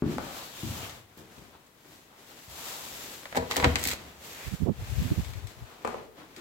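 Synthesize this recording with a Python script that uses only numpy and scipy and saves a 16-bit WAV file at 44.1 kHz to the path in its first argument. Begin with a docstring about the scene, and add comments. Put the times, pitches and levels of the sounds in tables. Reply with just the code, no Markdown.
"""Heels thump on carpet in a quiet, bare corridor, as someone walks along with a phone in hand.
Clothes swish with every move, soles brush the carpet, and a zip and buttons tick.
The walker presses a lever handle: the latch clicks and scrapes, and the wooden door booms as it opens.
In the doorway, air buffets the phone's two microphone openings, or "ports".
Wood clacks once near the start, and again in the empty room beyond the door."""
import sys
import numpy as np
from scipy import signal
from scipy.fft import rfft, irfft
from scipy.io import wavfile

SR = 44100
rng = np.random.default_rng(int(sys.argv[2]) if len(sys.argv) > 2 else 0)


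def wav_record(signal):
    """Record a signal, one row per channel, as 16-bit PCM in the file named by sys.argv[1]."""
    frames = np.transpose(np.atleast_2d(signal))
    bounded = np.clip(frames, -1, 1)
    # unit amplitude maps onto the largest positive 16-bit level
    quanta = np.round(bounded * 32767).astype(np.int16)
    wavfile.write(sys.argv[1], SR, quanta)


N = 282618
TIME = np.arange(N) / SR
AGE = TIME[:SR]  # one second of ringing

# A "tone" lists how strong each pitch is. A "tilt" above 0 brightens it; one below 0 dulls it.
# echo of the bare walls: f/Hz, time to fade by 60 dB/s
WALL_FADES = [(70, 0.87), (250, 0.76), (1000, 0.39), (3000, 0.47), (12000, 0.23)]
# tone of the building's hush: f/Hz, level/dB
HUSH_TONE = [(18, -49), (30, -25), (145, -14), (540, -32), (600, -24.5), (760, -10), (1810, -16),
             (1960, -5), (2120, -20), (9220, -17), (16000, -15)]
# heels landing on carpet over boards: t/s, level/dB, tilt/(dB per octave), echo/dB
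HEEL_HITS = [(0.0224, -23.5, -2, 5), (.062, -26, -5, -13), (0.632, -31.5, -9.5, 7), (1.173, -50.5, -2, 8),
             (1.379, -50, -8, 4), (1.85, -59, 4, 8), (1.9, -53.5, -7, 2.5), (2.478, -45, -22, 0.5),
             (3.233, -48, 7, -14), (6.19, -59.5, -1.5, 13), (6.373, -51, 5, 14)]
# tone of a heel: f/Hz, level/dB
HEEL_TONE = [(35, -26), (70, -5.5), (150, 1.5), (250, -2), (350, -5), (520, -12), (800, -12), (1600, -16),
             (3000, -29.5), (12000, -63)]
# pitches at which the floorboards ring: f/Hz, width/Hz, level/dB
BOARD_RINGS = [(188, 28, -10.5), (270, 15, 6.5), (321, 90, 8)]
# swings of an arm or leg: t/s at the fastest, level/dB, length/s, tilt/(dB per octave)
CLOTH_STROKES = [(.13, -49.5, 0.059, -6), (.37, -46, 0.19, 2), (0.704, -43, .15, 1.5),
                 (0.829, -47.5, 0.11, 1), (1.19, -56.5, 0.036, -2.5), (1.36, -59.5, 0.16, -4),
                 (1.94, -58, .12, -1.5), (2.31, -57, 0.15, -2), (2.7, -41.5, 0.21, 4), (3, -43.5, 0.23, 1),
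                 (3.66, -47.5, .24, -4.5), (3.92, -56, 0.22, -3.5), (4.3, -45.5, 0.095, 0),
                 (4.46, -47.5, 0.15, -0.5), (5, -47, 0.19, -1.5), (5.24, -51.5, 0.13, -1.5),
                 (5.58, -59.5, 0.3, -4.5), (5.92, -61.5, 0.11, -8.5), (6.21, -63.5, 0.053, -7.5),
                 (6.4, -61.5, 0.12, -6)]
# tone of cloth rubbing on cloth: f/Hz, level/dB
CLOTH_TONE = [(35, -1), (70, 0), (280, 2), (470, 1), (1200, -1.5), (1900, -2), (3600, -1.5), (5300, -4.5),
              (7700, -3.5), (9100, -12), (12000, -6), (16000, -10)]
# wooden clacks: t/s, level/dB, tilt/(dB per octave), left delay/ms
CLACK_HITS = [(.1828, -32, 0, 0), (5.8485, -31.5, -1.5, -0.61), (5.852, -29.5, 0, -0.41),
              (5.875, -35, 2, -0.27), (5.944, -35, -2.5, -0.4)]
# tone of a hit on wood: f/Hz, level/dB
CLACK_TONE = [(80, -2), (250, -5.5), (480, 8), (800, 4.5), (1300, -3.5), (2200, -9), (4000, -18),
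              (8000, -21.5), (15000, -35)]
# pitches at which the clacking wood rings: f/Hz, width/Hz, level/dB
WOOD_RINGS = [(235, 12, 14), (444, 83, -5.5), (1140, 420, 5.5), (1460, 200, -1)]
# ribbed cloth sliding past itself: t/s, level/dB, length/s, f/Hz at which the ribs cross
RIB_SLIDES = [(0.201, -59.5, 0.19, 4700), (.42, -53, 0.15, 4230), (0.613, -50.5, 0.14, 3320),
              (0.843, -44.5, 0.038, 2716), (4.43, -48, 0.14, 2103), (5.015, -54.5, 0.3, 2300)]
# soles brushing the carpet: t/s, level/dB, length/s
SOLE_DRAGS = [(0.266, -45, 0.11), (0.405, -46, 0.14), (0.798, -46.5, 0.23), (1.555, -55.5, 0.039),
              (2.143, -59.5, 0.069), (2.315, -56, 0.016), (2.704, -46.5, 0.26), (5.712, -54.5, 0.14),
              (5.857, -50, 0.017), (6.213, -52, 0.043)]
# tone of a brushing sole: f/Hz, level/dB
SOLE_TONE = [(60, -49), (300, -5), (600, 3), (850, 4.5), (1300, 2.5), (1800, -6), (4000, -7.5),
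             (16000, -62)]
# zip and buttons ticking: t/s, level/dB, tilt/(dB per octave), left delay/ms
ZIP_HITS = [(.787, -51, -1, 0), (.895, -44.5, 2.5, 0), (1.175, -53, 18, 0), (1.665, -63, 8, 0),
            (5.245, -45.5, 1, -.2), (5.335, -47.5, 0.5, -.2), (5.4705, -47, 5.5, -.2),
            (6.3635, -46.5, 3, -.3)]
# tone of small metal parts: f/Hz, level/dB
METAL_TONE = [(70, -34), (200, -27), (600, -8), (1300, -2), (1650, -3), (1950, 4.5), (2400, 0.5),
              (2900, -2.5), (4200, 0), (5500, -6.5), (7800, -3.5), (9500, -15.5), (12000, -10),
              (16000, -16)]
# clicks of the handle and latch: t/s, level/dB, tilt/(dB per octave), left delay/ms
LATCH_HITS = [(3.2555, -38.5, -6.5, 0.11), (3.2585, -57, -6, 0), (3.326, -38, -6.5, -0.73),
              (3.348, -35, -7.5, 0.49), (3.356, -34.5, -6, -0.03), (3.3672, -32.5, 2, 0.17),
              (3.373, -32, 1, 0.21), (3.5115, -26.5, -1, 0.16), (3.5195, -32.5, -2.5, 0.83),
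              (3.539, -38, -5, -0.44), (3.56, -31, -2.5, 0.61), (3.5665, -25, 5, -0.2),
              (3.577, -32, -4.5, 0), (3.5995, -29, -4.5, 0.025), (3.6265, -24.5, -10, 0.031),
              (3.638, -26, -7, 0), (3.6435, -15, -6, 1), (3.6458, -24.5, -11.5, -0.34),
              (3.7567, -22.5, -0.5, 0.22), (3.8387, -26.5, 9, -0.12), (3.8535, -28.5, 3, 0.35),
              (3.8735, -26, 7.5, 0.3), (3.8862, -28.5, 3.5, 0.47), (3.9137, -34.5, 2, 0.65),
              (3.932, -37, -10, 0.21)]
# the handle turning and the latch sliding: t/s at the start, length/s, level/dB
HANDLE_RUBS = [(3.349, 0.022, -41), (3.498, 0.13, -41.5), (3.78, 0.085, -38), (3.859, 0.083, -33.5)]
# blows on the door: t/s, level/dB, f/Hz above which the blow is muffled
DOOR_HITS = [(3.354, -31, 1190), (3.3649, -26, 1480), (3.3723, -19.5, 915), (3.425, -30, 700),
             (3.388, -33.5, 110), (3.502, -37, 700), (3.567, -25.5, 1320), (3.579, -26.5, 600),
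             (3.5982, -28.5, 1300), (3.6276, -29, 2020), (3.643, -28, 2480), (3.651, -17.5, 440),
             (3.662, -15.5, 134), (3.756, -33, 1290), (3.861, -31, 270)]
# pitches at which the door rings: f/Hz, level/dB, time to fade by 60 dB with no hand on it/s
DOOR_RINGS = [(72.4, -4.5, 0.34), (93, -8.5, 0.16), (126.4, -10.5, 0.35), (167.8, -8.5, 0.244),
              (252.7, 2, 0.18), (292, -11, 0.27), (393.6, -3.5, 0.16), (436, -10, 0.058), (473, 0.5, 0.3),
              (497.6, -6, 0.32), (641, -3.5, 0.3), (660, -4, 0.2), (804, 10, 0.056), (955, 2, 0.22),
              (1017, 1, 0.23), (1100, 1.5, 0.092), (1296, -1, 0.095), (1560, -5, 0.17), (1576, 3, 0.034),
              (1760, 6.5, 0.13), (1920, 2, 0.047), (2180, -10, 0.083), (2270, 2, 0.13)]
# gusts on the ports: t/s, level/dB, length/s, top f/Hz, left minus right/dB
AIR_GUSTS = [(4.476, -30.5, 0.033, 141, -14), (4.533, -25, 0.021, 218, -21), (4.63, -20.5, 0.038, 243, -27),
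             (4.68, -20, 0.026, 563, -36), (4.706, -22.5, .022, 273, -37), (4.847, -33.5, 0.17, 150, 2.5),
             (4.933, -28.5, .05, 142, 25), (4.994, -19, 0.027, 152, 34), (5.058, -25.5, 0.071, 230, -14),
             (5.123, -18.5, 0.017, 276, -3), (5.184, -18, 0.017, 205, -14), (5.299, -33, 0.17, 130, 12),
             (5.452, -28.5, 0.015, 120, 29), (5.625, -40, 0.092, 144, 8)]


def amp(db):
    """Turn decibels into a number to multiply by."""
    return 10 ** (np.asarray(db) / 20)


def along(points, hz):
    """Read between (Hz, value) points, giving each octave equal space."""
    point_hz, value = np.transpose(points)
    return np.interp(np.log(hz + 1), np.log(point_hz), value)


def unit(x):
    """Scale to an average energy of 1 per channel."""
    return x / np.sqrt(np.mean(np.sum(x ** 2, axis=-1)))


def add(out, s, x, db):
    """Mix in a sound at s seconds; its level is its energy spread over 10 ms."""
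    start = max(int(s * SR), 0)
    out[:, start:start + x.shape[-1]] += amp(db) * np.sqrt(SR / 100) * x[..., :N - start]


def pan(x, db):
    """Make the left channel db louder than the right."""
    return np.array([x[0] * amp(db / 2), x[1] * amp(-db / 2)])


def swell(t, length_s, shape=2):
    """A smooth rise and fall around t = 0; a higher shape gives a flatter top."""
    return np.exp(-2 * np.abs(t / length_s) ** shape)


def fade(fade_s):
    """Die away by 60 dB every fade_s seconds."""
    return amp(-60 * AGE / fade_s)


def muffle(x, hz, order=2):
    """Weaken everything above hz."""
    return signal.sosfilt(signal.butter(order, hz, fs=SR, output="sos"), x)


def jitter(hold):
    """Random values that jump every `hold` samples."""
    return np.repeat(rng.standard_normal(N // hold + 1), hold)[:N]


def diffuse(size, alike_hz=700):
    """Noise from all sides: long waves reach both ports alike."""
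    shared, apart = rfft(rng.standard_normal((2, size)))
    alike = .9 / (1 + (np.fft.rfftfreq(size, 1 / SR) / alike_hz) ** 4)
    shared, apart = shared * np.sqrt(1 + alike), apart * np.sqrt(1 - alike)
    return irfft(np.array([shared + apart, shared - apart]), size) / np.sqrt(2)


def colour(x, tone):
    """Give a steady noise a tone, at a typical size (rms) of 1."""
    shaped = irfft(rfft(x) * amp(along(tone, np.fft.rfftfreq(N, 1 / SR))), N)
    return shaped / shaped.std()


def pulse(tone, tilt_db, size=2048):
    """The sharpest click that has this tone, tilted around 1 kHz."""
    hz = np.fft.rfftfreq(size, 1 / SR)
    octaves = np.log2(np.maximum(hz, 70) / 1000)
    cepstrum = irfft(np.log(amp(along(tone, hz) + tilt_db * octaves)))
    # folding the second half onto the first packs the energy at the click's start
    cepstrum[1:size // 2] *= 2
    cepstrum[size // 2 + 1:] = 0
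    return unit(irfft(np.exp(rfft(cepstrum))))


def resonate(x, rings):
    """Add ringing at a few pitches to a sound."""
    return x + sum(amp(db) * signal.lfilter(*signal.iirpeak(hz, hz / width_hz, fs=SR), x)
                   for hz, width_hz, db in rings)


def echo(x, build_s=0.0036):
    """Reflections off the walls build up, then die away, the treble first."""
    noise, hz = rfft(diffuse(SR)), np.fft.rfftfreq(SR, 1 / SR)
    band_hz, fades_s = np.transpose(WALL_FADES)
    tail = sum(irfft(noise * along(np.c_[band_hz, band], hz), SR) * fade(fade_s)
               for band, fade_s in zip(np.eye(len(band_hz)), fades_s))
    tail *= 1 - np.exp(-AGE / build_s)
    tail *= np.sqrt(2 * np.log(1000) / SR / fades_s[1])  # near 250 Hz, about as strong as the source
    return signal.fftconvolve(x, tail, axes=-1)[:, :x.shape[-1]]


def strike(tone, tilt_db, lag_ms, ring_s, ring_db, crack_s=0.0071, crack_db=3):
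    """One hit: a click at each port, then a brief crack and a duller ring of many pitches."""
    crack = unit(diffuse(SR) * fade(crack_s) * np.sqrt(AGE))
    ring = unit(diffuse(SR) * fade(ring_s))
    push = amp(crack_db) * crack + amp(ring_db) * muffle(ring, hz=5000, order=1)
    lag = int(round(lag_ms * SR / 1000))
    push[0, max(lag, 0)] += 1
    push[1, max(-lag, 0)] += 1
    return unit(signal.fftconvolve(push, pulse(tone, tilt_db)[None], axes=-1)[:, :SR])


def strikes(hits, tone, ring_s, ring_db, echo_db, pan_db, spot_db=0.3):
    """Hits of one kind with their echo; each meets a new spot, which changes its tone a little."""
    out = np.zeros((2, N))
    hz, tone_db = np.transpose(tone)
    for s, db, tilt_db, lag_ms in hits:
        spot_tone = np.c_[hz, tone_db + spot_db * rng.standard_normal(len(hz))]
        add(out, s, strike(spot_tone, tilt_db, lag_ms, ring_s, ring_db), db)
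    return pan(out + amp(echo_db) * echo(out), pan_db)


def hush(level_db=-65.5):
    """The building's faint, steady noise comes from all sides."""
    return pan(colour(diffuse(N), HUSH_TONE), db=3.9) * amp(level_db)


def footsteps():
    """Each heel gives a dull thump on the boards that fills the corridor from a new spot."""
    out = np.zeros((2, N))
    for s, db, tilt_db, echo_db in HEEL_HITS:
        heel = strike(HEEL_TONE, tilt_db, lag_ms=0, ring_s=0.045, ring_db=-4, crack_db=-39.5)
        thump = unit(resonate(heel, BOARD_RINGS))
        add(out, s, thump + amp(echo_db) * unit(echo(thump)), db)
    return pan(out, db=3.5)


def cloth_motion(rest_db=-71.5, rest_tilt_db=-6, tilt_per_db=0.2421):
    """Level and tilt of sliding cloth: strokes add up, and each is brightest at its fastest."""
    power = np.full(N, amp(rest_db) ** 2)
    tilt = power * rest_tilt_db
    for s, db, length_s, tilt_db in CLOTH_STROKES:
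        t = (TIME - s) / np.where(TIME > s, 1.14, 1)  # slowing down takes longer than speeding up
        speed = swell(t, length_s, shape=1.7) + 1e-12
        stroke = amp(db) ** 2 * speed
        power += stroke
        tilt += stroke * (tilt_db + tilt_per_db * 10 * np.log10(speed))
    return 10 * np.log10(power), tilt / power


def cloth_swish(boost_db=3, rough_db=1, flutter_db=1.3, split_hz=2000):
    """Countless fibres catch and let go; the hiss swells with the swing of arms and legs."""
    db, tilt_db = cloth_motion()
    catches = rough_db * jitter(hold=48)
    folds = flutter_db * np.interp(TIME, np.linspace(0, TIME[-1], 200), rng.standard_normal(200))
    hiss = colour(diffuse(N) * amp(catches + folds), CLOTH_TONE)
    # the soft rub of the folds lies about two octaves under the hiss, so it gets twice the tilt
    rub = signal.sosfiltfilt(signal.butter(1, split_hz, fs=SR, output="sos"), hiss)
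    return (hiss - rub + rub * amp(-2 * tilt_db)) * amp(db + boost_db)


def wood_clacks():
    """Short, hard hits make wood ring, with a strong echo."""
    hits = strikes(CLACK_HITS, CLACK_TONE, ring_s=0.008, ring_db=-7, echo_db=2.5, pan_db=4)
    return amp(-2.5) * resonate(hits, WOOD_RINGS)


def cloth_ribs(spread_hz=570):
    """Ribs of the weave cross each other, making a band of noise around their crossing rate."""
    noise = muffle(rng.standard_normal((2, N)) + 1j * rng.standard_normal((2, N)), spread_hz)
    crossings = sum(amp(db) * swell(TIME - s, length_s) * np.exp(2j * np.pi * hz * TIME)
                    for s, db, length_s, hz in RIB_SLIDES)
    return np.real(noise * crossings) / noise.real.std()  # multiplying moves the noise up in pitch


def sole_scuffs(echo_db=-5):
    """A sole drags briefly over the carpet as the foot rolls or swings."""
    pressure = sum(amp(db) * swell(TIME - s, length_s) for s, db, length_s in SOLE_DRAGS)
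    brush = colour(diffuse(N), SOLE_TONE) * pressure
    return pan(brush + amp(echo_db) * echo(brush), db=2.3)


def zip_ticks():
    """The zip and buttons tap lightly and ring for a moment."""
    return strikes(ZIP_HITS, METAL_TONE, ring_s=0.058, ring_db=19, echo_db=3, pan_db=5)


def latch_clicks():
    """Metal hits metal inside the handle and latch."""
    return strikes(LATCH_HITS, METAL_TONE, ring_s=0.061, ring_db=8, echo_db=-6, pan_db=0.8)


def handle_scrape(rough_db=4, brighten=0.37, rise_s=0.0081, fall_s=0.0062, echo_db=-9):
    """The handle's shaft and spring rub in a dense run of tiny slips."""
    slips = amp(rough_db * jitter(hold=64))
    grit = signal.lfilter([1, -brighten], 1, diffuse(N) * slips)
    force = np.zeros(N)
    for s, length_s, db in HANDLE_RUBS:
        rise = np.clip((TIME - s) / rise_s, 0, 1)
        fall = np.exp(-np.maximum(TIME - s - length_s, 0) / fall_s)
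        force += amp(db) * rise * fall
    rub = colour(grit, METAL_TONE) * force
    return rub + amp(echo_db) * echo(rub)


def door_boom(crack_db=-8, echo_db=-8, build_cycles=0.37, hand_db_per_s=60, lag_ms=0.3):
    """Blows make the door ring; a softer contact wakes only its lowest pitches."""
    out = np.zeros((2, N))
    hz, ring_db, fade_s = np.transpose(DOOR_RINGS)[:, :, None]
    held = amp(-hand_db_per_s * AGE)  # the hand on the lever damps the door
    # low bending waves travel more slowly, so the boom arrives after the crack
    build = 1 - np.exp(-AGE * hz / build_cycles)
    swing = held * amp(ring_db) * fade(fade_s) * build
    delay_s = np.array([lag_ms / 1000, 0])[:, None, None]  # the left port hears the door later
    for s, db, contact_hz in DOOR_HITS:
        # the door's short waves reach the two ports out of step
        phase = 0.26 * rng.standard_normal((2, len(hz), 1)) * np.minimum(hz / 500, 2)
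        phase += np.pi * rng.integers(0, 2, hz.shape)
        # changing pressure on the latch shifts the pitches from blow to blow
        shifted_hz = hz * (1 + .015 * rng.standard_normal(hz.shape))
        ring = (swing * np.sin(2 * np.pi * shifted_hz * (AGE - delay_s) + phase)).sum(axis=1)
        crack = strike(CLACK_TONE, tilt_db=0.17, lag_ms=lag_ms, ring_s=0.11, ring_db=1.5)
        blow = unit(ring) + amp(crack_db) * crack
        add(out, s, unit(muffle(blow, contact_hz)), db)
    return pan(out + amp(echo_db) * echo(out), db=2.4)


def door_shade(x, pan_db=2.8, shade_db=2, at_s=4.34, length_s=0.44):
    """The opening door passes close to the left port, so a sound briefly leans less to the left."""
    return pan(x, pan_db - shade_db * swell(TIME - at_s, length_s))


def air_gusts(lowest_hz=46, swirls_per_s=60, swirl_db=4.5):
    """Each gust breaks into swirls of air; most press harder on one port."""
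    out = np.zeros((2, N))
    t = AGE[:SR // 2] - 1 / 4  # half a second, centred on the gust
    for s, db, length_s, top_hz, pan_db in AIR_GUSTS:
        swirls = np.interp((t - t[0]) * swirls_per_s, np.arange(64), rng.standard_normal(64))
        push = rng.standard_normal((2, len(t))) * amp(swirl_db * swirls) * swell(t, length_s)
        band = signal.butter(2, (lowest_hz, top_hz), "band", fs=SR, output="sos")
        rumble = signal.sosfiltfilt(band, push)
        ports = pan(np.array([unit(port) for port in rumble]), pan_db)
        add(out, s + t[0], unit(ports) * np.sqrt(length_s * 50), db)  # longer gusts carry more energy
    return out


def scene():
    """Steps, clothes, wood, door and moving air over the hush of the building."""
    walking = footsteps() + sole_scuffs()
    clothes = door_shade(cloth_swish() + cloth_ribs()) + zip_ticks()
    door = latch_clicks() + handle_scrape() + door_boom()
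    return hush() + walking + clothes + wood_clacks() + door + air_gusts()


def record(dry, bass_hz=42, ceiling=.75, top_hz=15900):
    """The phone drops the deepest bass, rounds the loudest peaks and cuts the highest treble."""
    thin = signal.sosfilt(signal.butter(2, bass_hz, "high", fs=SR, output="sos"), dry)
    rounded = ceiling * np.tanh(thin / ceiling)
    return signal.sosfilt(signal.ellip(10, .2, 80, top_hz, fs=SR, output="sos"), rounded)


dry = scene()
out = record(dry)
wav_record(out)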